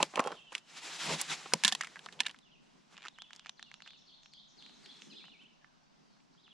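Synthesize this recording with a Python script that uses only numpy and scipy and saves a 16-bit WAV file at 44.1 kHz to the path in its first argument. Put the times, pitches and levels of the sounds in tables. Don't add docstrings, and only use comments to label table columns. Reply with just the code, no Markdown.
import sys
import numpy as np
from scipy import signal
from scipy.io import wavfile

SR = 44100
rng = np.random.default_rng(int(sys.argv[2]) if len(sys.argv) > 2 else 0)


def output_pcm(signal):
    pcm = np.clip(np.atleast_2d(signal).T, -1, 1) * 32767
    wavfile.write(sys.argv[1], SR, np.round(pcm).astype(np.int16))


def attenuation_scalar(level_db):
    decades = np.asarray(level_db, float) / 20
    return 10 ** decades


N = 287952
LID_OFF_S = 1.6
PORT_RING_HZ = 158


def rms_one(x):
    return x / np.sqrt(np.mean(x ** 2) + 1e-20)


def filtered(x, order, hz, kind="low"):
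    return signal.sosfilt(signal.butter(order, hz, kind, fs=SR, output="sos"), x)


def in_time(rows):
    s, *columns = np.transpose(rows)
    return [np.interp(np.arange(N) / SR, s, c) for c in columns]


def at_hz(points, hz):
    point_hz, value = np.transpose(points)
    return np.interp(np.log(hz), np.log(point_hz), value)


def drift(rate):
    r = np.exp(-80 * np.pi * rate / SR)
    slow = signal.lfilter([1], [1, -2 * r, r * r], rng.standard_normal(N // 40 + 2002))[2000:]
    return np.interp(np.arange(N) / 40, np.arange(len(slow)), rms_one(slow))


def ring(clicks, hz, t60):
    r, w = attenuation_scalar(-60 / (t60 * SR)), 2 * np.pi * hz / SR
    return signal.lfilter([0, np.sin(w)], [1, -2 * r * np.cos(w), r * r], clicks + 1e-18)


def grains(per_s, spread_db):
    sizes = attenuation_scalar(spread_db * np.minimum(rng.exponential(1, N), 5)) * rng.choice([-1, 1], N)
    return sizes * (rng.random(N) < per_s / SR)


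def swells(rows, rise_db_s, fall_db_s):
    t = np.arange(N) / SR
    efforts = []
    for s, hold, db in rows:
        rise = rise_db_s * np.maximum(s - t, 0)
        fall = fall_db_s * np.maximum(t - s - hold, 0)
        efforts.append(db - rise - fall)
    return np.max(efforts, axis=0)


def banded(white, spectrum, patchy_db, likeness):
    out, together = 0, drift(4)
    bottom, top = np.array(spectrum)[[0, -1], 0]
    edges = bottom * 2 ** np.arange(0, np.log2(top / bottom) + .2, .5)
    for k, (low, high) in enumerate(zip(edges, np.minimum(edges[1:], .45 * SR))):
        mid, side = filtered(white[k % 2], 2, [low, high], "band")
        hz = np.sqrt(low * high)
        alike = np.clip(at_hz(likeness, hz), -1, 1)
        flicker_db = patchy_db * (.7 * together + drift(15))
        gain = attenuation_scalar(at_hz(spectrum, hz) + flicker_db)
        out = out + gain * (np.sqrt(1 + alike) * mid + np.sqrt(1 - alike) * side * [[1], [-1]])
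    return rms_one(out)


# pitch_hz, level_db
TUB_MODES = [(330, -19), (560, 0), (820, 5), (1050, 7), (1250, -2)]
# pitch_hz, level_db
LOOSE_MODES = [(800, -3), (1050, 0.5), (1450, -10), (1750, 9.5), (2200, -19.5)]
# delay_s, level_db
SLAB_ECHOES = [
    (.0021, -9),
    (.0036, -8),
]


def hits(events, crack_top_hz, cycles, thud_t60, tail_db, pan_db, shade_db):
    size = 1536
    out, t = np.zeros((2, N + size)), np.arange(size) / SR
    chance = rng.standard_normal
    for s, db, hz, thud_db, crack_db, rattle_ms in events:
        fade = np.exp(-1300 * t / max(rattle_ms, 1))
        kick = attenuation_scalar(tail_db) * chance(size) * np.abs(chance(size)) * fade
        kick[0] = 1
        for lag_s, echo_db in SLAB_ECHOES:
            lag = round(lag_s * SR * attenuation_scalar(chance()))
            kick[lag] += attenuation_scalar(echo_db + shade_db + 1.5 * chance()) * np.sign(chance())

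        contact = ring(np.diff(kick, prepend=0), hz, 3 / hz)
        plate = ring(contact, hz, cycles / hz)

        thud = 0
        for mode_hz, mode_db in TUB_MODES if s < LID_OFF_S else LOOSE_MODES:
            uneven_db = 3 * chance() + 2 * chance() * np.array([[1], [-1]])
            thud = thud + attenuation_scalar(mode_db + uneven_db) * ring(kick, mode_hz * attenuation_scalar(.4 * chance()), thud_t60)
        if s > LID_OFF_S:
            thud = filtered(thud, 4, 720, "high") + attenuation_scalar(db / 2) * ring(kick, 220, 0.061)

        crack = [np.roll(kick, 1), kick] + .11 * chance((2, size)) * fade
        crack = filtered(crack, 2, [4200, crack_top_hz], "band")

        thud_at_ports = np.array([thud[0], np.roll(thud[1], 3)]) / np.abs(thud).max()
        body = plate / np.abs(plate).max() + attenuation_scalar(thud_db) * thud_at_ports
        lean_db = (pan_db + chance()) / 2
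        sound = body * attenuation_scalar([[lean_db], [-lean_db]]) + attenuation_scalar(crack_db) * crack / np.abs(crack).max()
        i = round((s + .0011) * SR)
        out[:, i:i + size] += attenuation_scalar(db) * sound / np.abs(sound.mean(0)).max()
    return filtered(out[:, :N], 4, [185, 17500], "band")


# start_s, peak_db, ring_hz,
# thud_db and crack_db (relative to the ring)
PRYING = [(0.004, -23, 650, 8, -3), (0.027, -6.5, 2800, -2.5, 1.5), (0.137, -34, 1570, 7, -28),
          (0.1562, -21.5, 2630, -7, -3.5), (0.1704, -26, 2050, -1, -4), (0.1753, -19, 530, 9.5, -21),
          (0.1923, -34, 1210, 12, 28), (0.193, -12, 2020, 9.5, -4), (0.2015, -21.5, 1170, 11, 9),
          (0.197, -18, 950, -22, -25), (0.21, -36, 2490, 12, -13.5), (0.239, -32.5, 2500, -22, 0),
          (0.249, -29.5, 1300, 29, -21), (0.2595, -28.5, 480, -6, -9), (0.272, -23, 1200, 21.5, 10.5),
          (0.294, -39, 3200, 9, -6), (0.3171, -27.5, 3130, 5, -8), (0.305, -30.5, 1370, 26, -14),
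          (0.322, -33, 1290, 1, -20), (0.342, -48, 1200, 0, -11), (0.52, -37, 2540, 0, -3),
          (0.526, -35, 1390, -1, 2), (0.535, -47, 1800, -17, -12), (0.55, -18, 2720, -41, -5),
          (0.579, -33.5, 2980, -32, 0), (1.2128, -10.5, 9500, -26, -6.5), (1.4577, -34.5, 2480, 4, -18),
          (1.521, -35.5, 1510, -24, -35.5), (1.535, -5.5, 2400, -1, 10.5)]
# start_s, peak_db, ring_hz, rattle_ms, crack_db (relative to the ring)
CLATTER = [(1.636, -12.5, 2570, 2.8, 4.5), (1.647, -5.5, 3690, 5.8, -2), (1.658, -26.5, 2440, 3.4, -2.5),
           (1.661, -23.5, 2500, 4.8, -2.5), (1.6675, -23, 1790, 24, 7), (1.678, -9.5, 3400, 4.7, 1),
           (1.687, -19.5, 3700, 9.3, -2.5), (1.716, -31, 2070, 4.2, 1.5), (1.7223, -15, 3500, 6.6, -0.5),
           (1.749, -18.5, 3500, 3.4, 0.5), (1.8081, -22.5, 1900, 7.9, -16), (1.8096, -22.5, 2310, 4.5, 4.5),
           (1.823, -32, 2870, 8.5, -15), (1.834, -30.5, 1520, 5.3, 0), (1.8442, -31.5, 2500, 9.5, -3),
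           (1.87, -33, 1940, 2, 4), (1.957, -34.5, 1930, 1.5, -9), (1.966, -39, 1520, 9.7, -14),
           (1.991, -34, 3200, 1.8, -4), (2.0598, -30, 3400, 2.2, -4.5), (2.0608, -36.5, 1220, 3, -13),
           (2.086, -36.5, 1930, 3, -9), (2.124, -39, 3300, 10, -1), (2.191, -35.5, 2920, 2, -12),
           (2.1983, -33.5, 3330, 1.5, -13.5), (2.203, -10.5, 2930, 4.5, -2), (2.215, -33.5, 2700, 8.1, -7),
           (2.233, -35, 3460, 4.5, -9), (2.246, -43, 2000, 4.7, -13), (2.2531, -32, 2900, 2.1, -17),
           (2.261, -24.5, 2770, 2.3, -7), (2.2639, -19.5, 3080, 5.5, -4), (2.282, -35, 2120, 4.7, 1),
           (2.294, -31.5, 2980, 1.5, -13), (2.3, -37, 2760, 2.5, -19), (2.31, -37, 3400, 2, -1.5),
           (2.344, -42.5, 1704, 1.7, -9), (2.361, -48, 3000, 1.5, -10), (2.387, -46.5, 3040, 1.6, 3.5)]


def lid():
    pried = [row + (4.0 - .12 * (row[1] + 20),) for row in PRYING]
    loose_thud_db = -13
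    loose = [(s, db, hz, loose_thud_db, crack_db, ms) for s, db, hz, ms, crack_db in CLATTER]
    return hits(pried + loose, crack_top_hz=9300, cycles=5, thud_t60=.021, tail_db=-20, pan_db=-2.0, shade_db=0)


# start_s, peak_db, ring_hz
DIGGING = [(2.923, -55, 1334), (2.942, -48, 1300), (2.967, -39, 2700), (2.9773, -34, 2750),
           (2.982, -43.5, 1310), (3.007, -46, 2600), (3.02, -38, 2880), (3.028, -36, 2700),
           (3.038, -41, 2700), (3.04, -40, 2500), (3.044, -42, 1500), (3.051, -33.5, 1750),
           (3.058, -35, 1320), (3.0675, -34, 2390), (3.072, -39, 3000), (3.082, -29, 3450)]
# start_s,
# peak_db, ring_hz
FLICKS = [(3.185, -37.5, 1770), (3.219, -31, 3350), (3.306, -41.5, 1740), (3.331, -33.5, 3270),
          (3.35, -46, 5200), (3.361, -37, 6000), (3.394, -34, 3100), (3.447, -44, 2930),
          (3.459, -34.5, 1800), (3.467, -34.5, 2800), (3.493, -27.5, 3460), (3.594, -38, 1770),
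          (3.626, -31, 3450), (3.714, -39, 1890), (3.74, -32, 3410), (3.803, -42.5, 1940),
          (3.82, -34.5, 3380), (3.861, -43.5, 1790), (3.871, -46, 1690), (3.875, -35.5, 2920),
          (3.905, -40, 2600), (3.932, -44.5, 3000)]
# start_s, peak_db, ring_hz, thud_db (relative to the ring)
PICKS = [(4.232, -46, 3780, -23.5), (4.258, -40, 2860, -12), (4.335, -41, 4250, -44.5),
         (4.623, -39, 3280, -22), (4.662, -39, 2730, -34), (4.694, -43, 3120, -8),
         (4.859, -36.5, 3020, -41), (5.019, -34, 2850, -24), (5.24, -46, 1510, 14),
         (5.253, -41.5, 2860, -21), (5.281, -49.5, 2830, 10.5), (5.644, -45, 1843, 12.5),
         (6.166, -61, 1500, -7), (6.202, -56, 2514, -15.5), (6.349, -57.5, 1445, -16),
         (6.478, -51.5, 1400, 1)]


def fingers():
    rim_thud_db, rattle_ms = -13, 2.5
    ticks = [row + (rim_thud_db,) for row in DIGGING + FLICKS] + PICKS
    rows = []
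    for s, db, hz, thud_db in ticks:
        crack_db = -6.5 + 0.23 * (db + 36)
        rows.append((s, db, hz, thud_db, crack_db, rattle_ms))
    return hits(rows, crack_top_hz=7000, cycles=4.5, thud_t60=0.004, tail_db=-24, pan_db=-2.2, shade_db=-5)


def slips(level_db, modes, per_s, spread_db, t60):
    clicks = grains(per_s, spread_db)
    body = sum(attenuation_scalar(db) * ring(clicks * rng.standard_normal(N), hz, t60) for hz, db in modes)
    body = filtered(body, 4, [200, 9000], "band")
    return attenuation_scalar(level_db) * rms_one(body) * attenuation_scalar([[-1.0], [1.0]])


# start_s, hold_s, level_db
CREAKS = [
    (0, 0.01, -35.5),
    (.165, .02, -43),
    (.19, .002, -36.5),
    (.215, 0.069, -44),
    (.3, 0.079, -62),
    (1.09, 0.011, -40),
    (1.13, 0.014, -49),
]
# start_s, hold_s, level_db
GRIT = [
    (2.97, 0.075, -62.5),
    (3.05, 0.029, -56),
    (3.47, 0.015, -60.5),
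    (3.88, 0.0032, -61),
]
# pitch_hz, level_db
WALL_MODES = [(1050, -16.5), (1700, -13.5), (2700, -1.5), (3600, -12), (5200, -18), (7200, -15)]


def creak():
    flex_db = swells(CREAKS, rise_db_s=500, fall_db_s=600)
    flex = slips(flex_db, TUB_MODES[:4] + WALL_MODES[1:3], 1500, 2.5, .012)
    grit_db = swells(GRIT, rise_db_s=406, fall_db_s=794.5)
    return flex + slips(grit_db, WALL_MODES, 2200, 2.5, 0.004)


# pitch_hz, level_db (per Hz)
CLOTH = [(180, -24.5), (300, 0), (701, -5), (842, 4.5), (1460, 1.5), (1690, 2.5), (3130, 0.5), (7600, -5),
         (12700, -22), (16000, -37)]
# pitch_hz, left-right likeness (-1 to 1)
NEAR_ALIKE = [(40, .6), (200, .85), (500, .92), (1000, .85), (4000, .9), (7500, .55), (11000, .3)]
# time_s, level_db
ARM = [(0, -63.5), (.33, -63.5), (.44, -74), (.645, -73.5), (.7, -61), (1.2, -54.5), (1.7, -61),
       (2.15, -68.5), (2.3, -67), (2.4, -76.5), (2.56, -99), (2.63, -74), (4.5, -82.5), (4.62, -71),
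       (5.05, -66.5), (5.35, -80), (5.7, -82.5), (6.05, -76.5), (6.53, -81)]
# start_s, hold_s, rub_db, bump_db (on the ports, relative to the rub)
STROKES = [(0, 0.043, -51, 4.5), (0.197, .01, -79, 6), (0.33, 0.014, -84, 28.5),
           (0.556, 0.0038, -52.5, -15), (0.773, 0.01, -51.5, -30), (0.838, 0.13, -51, -16),
           (1.007, 0.066, -46, -22), (1.096, 0.045, -44, 5), (1.201, 0.0079, -46, -22),
           (1.31, 0.02, -43, -10), (1.553, 0.0037, -55.5, 9), (2.044, .01, -62, -15),
           (2.132, 0.0085, -64, -27), (2.93, 0.0067, -62.5, -17.5), (3.348, 0.015, -66, -22.5),
           (4.301, 0.07, -80.5, -16.5), (4.834, 0.027, -66, -3), (5.423, 0.012, -72.5, -9),
           (5.726, 0.0095, -75.5, -11)]
STROKE_RISE_DB_S, STROKE_FALL_DB_S = 349, 404.5


def sleeve():
    arm_db, = in_time(ARM)
    stroke_db = swells([row[:3] for row in STROKES], STROKE_RISE_DB_S, STROKE_FALL_DB_S)
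    rub_db = np.maximum(arm_db, stroke_db)
    sheen_db = 4 + .35 * (arm_db + 65)
    white = rng.standard_normal((2, 2, N)) * (1 + 0.17 * np.abs(grains(1500, 4.5)))
    cloth = filtered(banded(white, CLOTH, 1.2, NEAR_ALIKE), 10, 14900)
    dull = filtered(cloth, 2, 3000)
    top = filtered(cloth, 2, 8000, "high")
    cloth = cloth + (attenuation_scalar(0.033 * (rub_db + 85.5)) - 1) * top
    lean = attenuation_scalar([[-1.5], [1.5]])
    return attenuation_scalar(rub_db + 1.0) * (dull * lean + attenuation_scalar(sheen_db) * (cloth - dull))


# pitch_hz, level_db (per Hz)
BUMP = [(130, -1.5), (155, 0), (220, -0.5), (600, -6), (900, -9), (1200, -32.5)]
# pitch_hz, level_db (per Hz)
BREEZE = [(150, -5), (240, -1), (400, -9.5)]
# start_s, hold_s, level_db
GUSTS = [
    (1.0, 0.8, -63),
    (1.7, 0.56, -64),
    (2.63, 0.25, -66.5),
    (4.62, 0.71, -61),
    (5.95, 0.75, -68.5),
]


def port_lumps():
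    bumps = [(s, hold, db + rel_db) for s, hold, db, rel_db in STROKES]
    knock_db = swells(bumps, STROKE_RISE_DB_S, STROKE_FALL_DB_S)
    gust_db = swells(GUSTS, rise_db_s=121, fall_db_s=50)
    calm_db = np.full(N, -73.5)
    lump_db = np.max([knock_db, gust_db, calm_db], axis=0)
    hum = attenuation_scalar(knock_db - 4) * np.sin(2 * np.pi * PORT_RING_HZ * np.arange(N) / SR)
    port = signal.cheby1(6, 3, 146, "high", fs=SR, output="sos")
    rumble = filtered(rng.standard_normal(N), 2, [45, 120], "band")
    lumps = banded(rng.standard_normal((2, 2, N)), BUMP, 3.0, NEAR_ALIKE)
    lumps = lumps + attenuation_scalar(1.5) * signal.lfilter(*signal.iirpeak(PORT_RING_HZ, 7, fs=SR), lumps)
    lumps = signal.sosfilt(port, lumps) + attenuation_scalar(-25.5) * rms_one(rumble)
    breeze = signal.sosfilt(port, banded(rng.standard_normal((2, 2, N)), BREEZE, 3.6, FAR_ALIKE))
    lumps = np.where(np.arange(N) < 2.33 * SR, lumps, breeze)
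    return attenuation_scalar(lump_db) * lumps + hum


def whistle(notes):
    rows = []
    for note in notes:
        (s0, hz0, _), (s1, hz1, _) = note[0], note[-1]
        rows += [(s0 - .005, hz0, -130)] + note + [(s1 + .005, hz1, -130)]
    hz, db = in_time(rows)
    phase = 2 * np.pi * np.cumsum(hz * (1 + .022 * drift(90))) / SR
    return np.sqrt(2) * attenuation_scalar(db + 1.5 * drift(60)) * np.sin(phase)


# time_s (from the down-slur), pitch_hz, level_db
PHRASE = [
    [(-.096, 7400, -22), (-.088, 6300, -10), (-.078, 5500, -10), (-.07, 5100, -20)],
    [(-.004, 5350, -20), (.006, 4800, -8), (.02, 4100, -2), (.036, 3300, -4), (.044, 3000, -14)],
    [(.056, 3000, -12), (.064, 3300, -3), (.076, 3750, 0), (.088, 4250, -5), (.094, 4550, -16)],
]
# start_s, level_db
REPEATS = [
    (3.562, -59.5),
    (3.818, -57.5),
    (4.06, -57),
    (4.313, -55),
    (4.569, -55),
    (4.828, -54),
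    (5.096, -52.5),
]


def first_bird():
    notes = []
    for start, level_db in REPEATS:
        for slur in PHRASE:
            notes.append([(start + s, hz, db + level_db) for s, hz, db in slur])
    return whistle(notes)


# start_s, length_s, from_hz, to_hz, level_db
SLURS = [(0.244, .04, 3210, 3287, -53), (0.29, .03, 3300, 3200, -61.5), (0.324, 0.04, 3300, 3714, -57.5),
         (0.355, 0.027, 2996, 3074, -53), (0.381, 0.025, 2920, 2678, -53), (0.404, .03, 3394, 2910, -61),
         (0.469, .035, 3062, 2899, -56), (2.407, 0.037, 4048, 3345, -65.5),
         (2.449, 0.047, 3130, 2497, -65.5), (2.515, 0.048, 3304, 2462, -63), (3.09, 0.03, 3902, 3490, -64),
         (3.136, .035, 4306, 2600, -62), (3.18, .04, 2850, 3616, -52), (3.228, 0.03, 3600, 2508, -61),
         (3.287, .03, 3704, 2700, -65.5), (3.379, 0.032, 3500, 2810, -61), (3.659, 0.033, 3012, 2610, -60),
         (3.922, 0.04, 3297, 2600, -63), (5.482, 0.051, 3100, 2768, -68), (5.612, .03, 1856, 1559, -69),
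         (5.65, .15, 1588, 1531, -73), (5.799, 0.16, 4170, 5180, -78.5), (6.008, 0.14, 4860, 4200, -76),
         (6.325, .045, 3850, 4880, -72), (6.376, 0.027, 3100, 3970, -64.5), (6.421, 0.012, 5320, 4296, -64),
         (6.439, 0.015, 4055, 3312, -58.5), (6.46, 0.014, 3420, 2510, -57), (6.485, 0.016, 4300, 3252, -63),
         (6.509, 0.021, 3405, 2875, -58)]
# time_s, pitch_hz
SONG = [
    [(5.1, 3000), (5.135, 2450), (5.172, 3800), (5.19, 2900), (5.215, 2250), (5.26, 3050), (5.29, 2900)],
    [(5.318, 3000), (5.35, 2350), (5.372, 2300)],
    [(5.392, 2500), (5.418, 3150), (5.442, 2500), (5.468, 3200)],
]


def second_bird():
    slurs = []
    for s, length, hz0, hz1, db in SLURS:
        slurs.append([(s, hz0, db - 3), (s + length / 2, (hz0 + hz1) / 2, db), (s + length, hz1, db - 3)])
    song_start = SONG[0][0][0]
    song = [[(s, hz, -62.5 - 3 * (s - song_start)) for s, hz in run] for run in SONG]
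    return whistle(slurs), whistle(song)


def birds():
    trees_t60_s, leaves_t60_s = 0.77, .03
    first = first_bird()
    hidden, second = second_bird()
    t = np.arange(SR) / SR
    common, own = rng.standard_normal(SR), rng.standard_normal((2, SR))
    scatter = (common + own) * attenuation_scalar(-60 * t / trees_t60_s) * (1 - np.exp(-t / 0.0021))
    scatter /= np.sqrt(np.sum(scatter ** 2) / 2)
    sent = first + attenuation_scalar(-6) * hidden + attenuation_scalar(-7) * second
    echoes = signal.fftconvolve(sent[None], scatter)[:, :N]
    first = attenuation_scalar(-3) * filtered(first, 6, 5000)
    direct = first * attenuation_scalar([[.5], [-.5]]) + (second + attenuation_scalar(-6) * hidden) * attenuation_scalar([[-.6], [.6]])
    leaves = (own[::-1] * attenuation_scalar(-60 * t / leaves_t60_s))[:, :SR // 8]
    leaves = attenuation_scalar(-6) * leaves / np.sqrt(np.sum(leaves ** 2) / 2)
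    blurred = signal.fftconvolve(direct, leaves, axes=1)[:, :N]
    return attenuation_scalar(-1) * direct + blurred + attenuation_scalar(2.0) * echoes


# pitch_hz, level_db (per Hz)
AIR = [(12, -35.5), (20, -2), (111, -17.5), (147, 4.5), (294, -2.5), (421, -20), (571, -6), (865, -4.5),
       (2340, -19), (2850, -11.5), (3460, -16), (4900, -12.5), (5800, -22), (15000, -49.5)]
# pitch_hz, left-right likeness (-1 to 1)
FAR_ALIKE = [(40, .5), (200, -.4), (1000, -.5), (2000, 0), (4000, .3), (10000, 0)]


def far_air():
    return attenuation_scalar(-68) * banded(rng.standard_normal((2, 2, N)), AIR, 1.0, FAR_ALIKE)


def scene():
    return lid() + fingers() + creak() + sleeve() + port_lumps() + birds() + far_air()


def band_limit(x):
    return signal.sosfilt(signal.butter(12, 16870, fs=SR, output="sos"), x)


def record(dry):
    dry = dry - .45 * signal.lfilter(*signal.iirpeak(8500, 6, fs=SR), dry)
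    step_hz = 10100
    low = filtered(dry, 8, step_hz)
    high = filtered(dry, 8, step_hz, "high")
    high = high + attenuation_scalar(10) * filtered(high, 2, 12500, "high")
    mix = filtered(low + attenuation_scalar(-21.5) * high, 8, 15600)
    return band_limit(mix)


dry = scene()
out = record(dry)
output_pcm(out)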